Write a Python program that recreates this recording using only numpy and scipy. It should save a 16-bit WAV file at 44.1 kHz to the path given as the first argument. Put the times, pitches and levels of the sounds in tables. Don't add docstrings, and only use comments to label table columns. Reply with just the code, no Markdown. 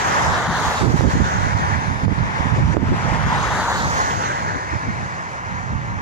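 import sys
import numpy as np
from scipy import signal
from scipy.fft import rfft, irfft, next_fast_len
from scipy.io import wavfile
from scipy.ndimage import uniform_filter1d, map_coordinates

SR = 44100
rng = np.random.default_rng(int(sys.argv[2]) if len(sys.argv) > 2 else 0)


def elevation(decibels):
    levels = np.asarray(decibels, float)
    return 10 ** (levels / 20)


def materialize(psi):
    bounded = np.clip(np.atleast_2d(psi).T, -1, 1)
    quanta = np.round(bounded * 32767).astype(np.int16)
    wavfile.write(sys.argv[1], SR, quanta)


N = 265129
TIME = np.arange(N) / SR


def unit(x):
    return x / np.sqrt(np.mean(x ** 2, axis=-1, keepdims=True) + 1e-20)


def curves(rows):
    s, *columns = np.transpose(rows)
    return [np.interp(TIME, s, column) for column in columns]


def wobble(rate_hz):
    knots = rng.standard_normal(int(N * rate_hz / SR) + 4)
    return map_coordinates(knots, [TIME * rate_hz])


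def coloured(x, spectrum):
    size = next_fast_len(N + 8192)
    f_hz, db = np.transpose(spectrum)
    hz = np.fft.rfftfreq(size, 1 / SR) + 1
    gain = elevation(np.interp(np.log(hz), np.log(f_hz), db, left=-120, right=-120))
    return unit(irfft(rfft(x, size) * gain, size)[:N])


def patchy(patchy_db):
    z = signal.stft(rng.standard_normal(N + 512), nperseg=512)[2]
    field = uniform_filter1d(rng.standard_normal(z.shape), size=6, axis=0)
    field = uniform_filter1d(field, size=8, axis=1)
    gain = elevation(patchy_db * field / field.std())
    return unit(signal.istft(z * gain, nperseg=512)[1][:N])


def late(x, ms):
    return map_coordinates(x, [np.arange(N) - ms * SR / 1000], order=3, mode="mirror")


# f/Hz, density/dB per Hz
SELF_NOISE_SPECTRUM = [(14600, -30), (14850, 0), (15050, 0), (15300, -20)]


def self_noise():
    floor = [coloured(rng.standard_normal(N), SELF_NOISE_SPECTRUM) for port in range(2)]
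    return elevation(-74) * np.array(floor)


def evened(x, span_ms):
    swell = np.sqrt(np.abs(uniform_filter1d(x ** 2, round(span_ms * SR / 1000))) + 0.05)
    return unit(x / swell ** 0.47)


# f/Hz, density/dB per Hz
RUMBLE_SPECTRUM = [(15, -42), (30, -18), (60, -3.5), (100, 2.5), (170, -3), (280, -14), (500, -42.5),
                   (1200, -50)]
# f/Hz, density/dB per Hz
FLUTTER_SPECTRUM = [(120, -33), (250, 6.5), (400, 3), (700, -11.5), (1500, -20.5), (3000, -58)]


def buffet(breeze_db, gusts):
    rumble_power = elevation(breeze_db + 3.34 * wobble(14)) ** 2
    flutter_power = elevation(breeze_db - 45) ** 2
    for s, peak_db, width_ms, flutter_db in gusts:
        near = slice(max(round((s - 0.15) * SR), 0), round((s + 0.15) * SR))
        hump = np.exp(-((TIME[near] - s) / (0.0006 * width_ms)) ** 4)
        rumble_power[near] += elevation(peak_db - 5.0) ** 2 * hump
        flutter_power[near] += elevation(peak_db + flutter_db - 7.0) ** 2 * hump
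    rumble = evened(coloured(rng.standard_normal(N), RUMBLE_SPECTRUM), span_ms=24.7)
    flutter = unit(coloured(rng.standard_normal(N), FLUTTER_SPECTRUM) * elevation(4 * wobble(90)))
    return np.sqrt(rumble_power) * rumble + np.sqrt(flutter_power) * flutter


# t/s, peak level/dB, f/Hz
EDDY_POPS = [(.860, -7, 400), (.880, -8, 550), (.890, -10, 650), (.945, -8, 300), (1.009, 0, 1000),
             (1.045, -10, 600), (1.073, -7, 500), (1.088, -10, 450), (1.204, -9, 400), (2.081, -5, 750),
             (2.744, -9, 500), (2.750, -7, 450), (2.7687, 2, 900)]


def pops():
    out = np.zeros(N)
    for s, peak_db, hz in EDDY_POPS:
        cycles = (TIME - s) * hz
        push = np.exp(-(4 * cycles) ** 2)
        rebound = 0.65 * np.exp(-(1.6 * (cycles - 0.7)) ** 2)
        out += elevation(peak_db) * (push - rebound)
    return out


# t/s, left level/dB, right level/dB
BREEZE_LEVELS = [(0, -34, -29), (.5, -33, -22.5), (.75, -32, -23.5), (1.1, -25.5, -25), (1.5, -32, -19),
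                 (1.8, -31.5, -25.5), (2.2, -35, -24.5), (2.7, -31.5, -16.5), (3.2, -26, -17.5),
                 (3.5, -32, -27.5), (4.0, -31, -24.5), (4.4, -31.5, -33), (5.0, -34, -32.5),
                 (5.4, -40.5, -35), (5.75, -35, -26), (6.02, -28.5, -25)]
# t/s, peak level/dB, width/ms, flutter over rumble/dB
LEFT_GUSTS = [(.496, -14.5, 39, -16), (.668, -22, 22, -13), (.943, -19, 29, 1), (1.062, -13, 14, 0),
              (1.151, -7.5, 29, -12), (1.253, -16, 46, -11), (1.435, -22, 31, -11), (1.627, -15, 48, -13),
              (2.039, -17, 16, -24), (2.249, -18, 61, -13), (2.591, -10.5, 37, -4.5),
              (2.65, -12.5, 37, -12), (2.868, -19.5, 27, -0.5), (2.917, -12, 59, -2.5),
              (3.264, -14, 21, -14), (3.373, -20, 30, -23), (3.738, -28, 77, -22), (3.866, -15.5, 39, -18),
              (4.162, -18.5, 74, -9), (4.281, -25, 27, -8), (4.564, -24.5, 43, 2.5), (4.889, -23, 78, -6),
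              (5.725, -20, 47, -20)]
# t/s, peak level/dB, width/ms, flutter over rumble/dB
RIGHT_GUSTS = [(.302, -14, 45, -30), (.678, -16, 38, -19), (0.863, -5.5, 72, -2), (0.947, -1, 23, -7),
               (0.998, -5, 13, -7), (1.06, -3, 52, -3), (1.164, -7, 21.4, -2), (1.213, -0.5, 21, -8),
               (1.363, -15, 52, -26), (1.468, -11, 15, -23), (1.559, -9, 19, -30), (1.894, -15, 34, -29),
               (2.061, -7.5, 54, -10.5), (2.121, -5.5, 19, -6), (2.198, -9, 52, -31), (2.403, -8, 10, -28),
               (2.465, -6, 14, -29), (2.532, -2.5, 20, -20), (2.701, -7.5, 15, -12), (2.774, -19.5, 67, -1),
               (2.832, -6, 18, -6), (2.912, -8, 17, -25), (3.053, -9.5, 8.9, -23), (3.125, -4, 11, -21),
               (3.509, -17, 80, -27), (4.749, -15.5, 42, -8), (4.892, -10.5, 22, -29),
               (5.035, -20.5, 61, -30), (5.544, -22.5, 34, -18), (5.735, -15, 57, -19)]


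def wind():
    left_db, right_db = curves(BREEZE_LEVELS)
    left = buffet(left_db, LEFT_GUSTS)
    right = buffet(right_db, RIGHT_GUSTS) + pops()
    return np.array([left, right])


# t/s, depth/dB (negative: a slight lift), recovery/s
GAIN_DUCKS = [(.47, 5, 0.048), (.83, 4, 0.64), (1.1, -1.5, .1), (1.22, 1, 0.057), (1.54, 5, 0.021),
              (2.053, 9, 0.098), (2.74, 6.5, 0.059), (2.77, 8, 0.1), (3.17, 4, 0.052), (3.24, 3, 0.026),
              (3.85, 1, 0.034), (4.7, -0.5, .05)]


def ducking():
    grab_s = 0.0041
    gain_db = np.zeros(N)
    for s, depth_db, recovery_s in GAIN_DUCKS:
        since_s = np.maximum(TIME - s, 0)
        gain_db -= depth_db * (1 - np.exp(-since_s / grab_s)) * np.exp(-since_s / recovery_s)
    return gain_db


# bearing/degrees, left lag/ms, left echo delay/ms, right echo delay/ms, right hiss over left/dB
BODY_BY_BEARING = [(-89.5, -0.29, 0.19, 0.38, -5.3), (-51.5, -0.096, .28, 0.45, 1.5),
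                   (-19.5, 0.013, 0.33, .37, 1), (7, 0.179, 0.38, 0.32, 3), (23.5, 0.31, 0.42, 0.22, 4.5),
                   (47, .46, 0.41, 0.2, 7), (65.5, .41, 0.26, 0.24, 2), (87, 0.34, 0.22, .2, 3)]


def path(abreast_s, lane_s, strength_db):
    spread = 0.94
    along = (TIME - abreast_s) / lane_s
    bearing = np.degrees(np.arctan(along))
    level_db = strength_db - 10 * spread * np.log10(1 + along ** 2)
    notch_hz = 9000 - 44 * bearing
    degrees, *columns = np.transpose(BODY_BY_BEARING)
    return [level_db, notch_hz] + [np.interp(bearing, degrees, column) for column in columns]


BODY_ECHO = [
    [.7 * np.exp(-.05j)],
    [.98 * np.exp(-1.25j)],
]


def car(share_db, notch_hz, lag_ms, left_ms, right_ms, tilt_db):
    tread = patchy(patchy_db=1.37)
    size = next_fast_len(N)
    hz = np.fft.rfftfreq(size, 1 / SR) + 1
    band = 1 / (1 + (650 / hz) ** 4) / (1 + (hz / 7000) ** 4)
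    dull = irfft(rfft(tread, size) * band * BODY_ECHO, size)[:, :N]
    half_lag_ms = lag_ms / 2
    plain = np.array([late(tread, half_lag_ms), late(tread, -half_lag_ms)])
    bounce = np.array([late(dull[0], half_lag_ms + left_ms), late(dull[1], right_ms - half_lag_ms)])
    treble = signal.filtfilt(*signal.butter(2, 4500, "highpass", fs=SR), tread)
    bounce[0] -= 0.45 * late(treble, half_lag_ms + 500 / notch_hz)
    power = elevation(share_db) ** 2
    return elevation(share_db) * (plain - bounce), power, power * tilt_db


# t/s, roar level/dB, hiss over roar/dB
ROAD_LEVELS = [(0, -22, -11.5), (.15, -18.5, -13), (.45, -20.5, -11.5), (.65, -21, -9), (.95, -22.5, -9),
               (1.3, -21.5, -13.5), (1.75, -23.5, -13), (2.0, -27, -11.5), (2.38, -24, -14),
               (2.7, -27, -11), (3.0, -24.5, -12.5), (3.35, -21.5, -13), (3.65, -21.5, -9),
               (4.0, -22.5, -11), (4.25, -23.5, -13.5), (4.5, -27, -14), (5.2, -29.5, -13),
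               (6.02, -32.5, -15)]
# f/Hz, density/dB per Hz
ROAR_SPECTRA = [
    [(120, -6.5), (300, -10.5), (700, -4.5), (930, -0.5), (1150, -4.5), (1800, -5.5), (2300, -13.5),
     (2900, -32), (4000, -74)],
    [(120, -6), (300, -4.5), (700, -1.5), (930, 4.5), (1150, 0), (1800, -3), (2300, -10.5), (2900, -16.5),
     (4000, -20)],
]
# f/Hz, density/dB per Hz
HISS_SPECTRA = [
    [(1800, -16), (2600, 4.5), (4300, 5.5), (5500, 0.5), (7000, -5.5), (8500, -6.5), (10500, -9),
     (14200, -31), (14900, -8.5), (15600, -24)],
    [(1800, -71), (2600, -4.5), (4300, 2), (5500, 0.5), (6600, 6), (7500, -3), (8500, -16.5), (10000, -47),
     (14200, -72), (14900, -20), (15600, -35)],
]
# t abreast/s, time to travel lane distance/s (negative: drives away ahead), level/dB
PASSING_CARS = [
    (0.676, 0.6, -0.086),
    (0.409, -0.35, 0.11),
    (3.7, 0.53, 0.19),
]


def traffic():
    roar_db, bright_db = curves(ROAD_LEVELS)
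    duck_db = ducking()
    cars = [car(*path(*row)) for row in PASSING_CARS]
    direct, power, tilt = map(sum, zip(*cars))
    direct = direct / np.sqrt(power)
    hiss_db = [bright_db, bright_db + tilt / power]
    texture_db = 0.18 * wobble(9) + 0.63 * wobble(18)
    air_band = signal.butter(2, 10300, "highpass", fs=SR)
    out = []
    for port in range(2):
        roar = coloured(direct[port] + 0.49 * patchy(patchy_db=0.9), ROAR_SPECTRA[port])
        hiss = coloured(direct[port] + 1.26 * patchy(patchy_db=3.0), HISS_SPECTRA[port])
        air_db = 1.36 * (roar_db + hiss_db[port] + 35.5)
        hiss = hiss + (elevation(air_db) - 1) * signal.filtfilt(*air_band, hiss)
        hiss_gain = elevation(hiss_db[port] - 3.27 + 0.26 * wobble(14))
        tyres = elevation(1.43) * roar + hiss_gain * hiss
        out.append(elevation(roar_db + duck_db + texture_db) * tyres)
    return np.array(out)


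def scene():
    return self_noise() + wind() + traffic()


def low_pass(x):
    return signal.sosfilt(signal.butter(12, 15600, fs=SR, output="sos"), x)


def record(dry):
    loudness = np.sqrt(np.abs(uniform_filter1d(np.max(dry ** 2, axis=0), size=1500)))
    held = dry / np.maximum(loudness / elevation(-14.5), 1) ** 0.5
    soft = held / (1 + np.abs(held / 0.95) ** 6) ** (1 / 6)
    return low_pass(soft)


dry = scene()
out = record(dry)
materialize(out)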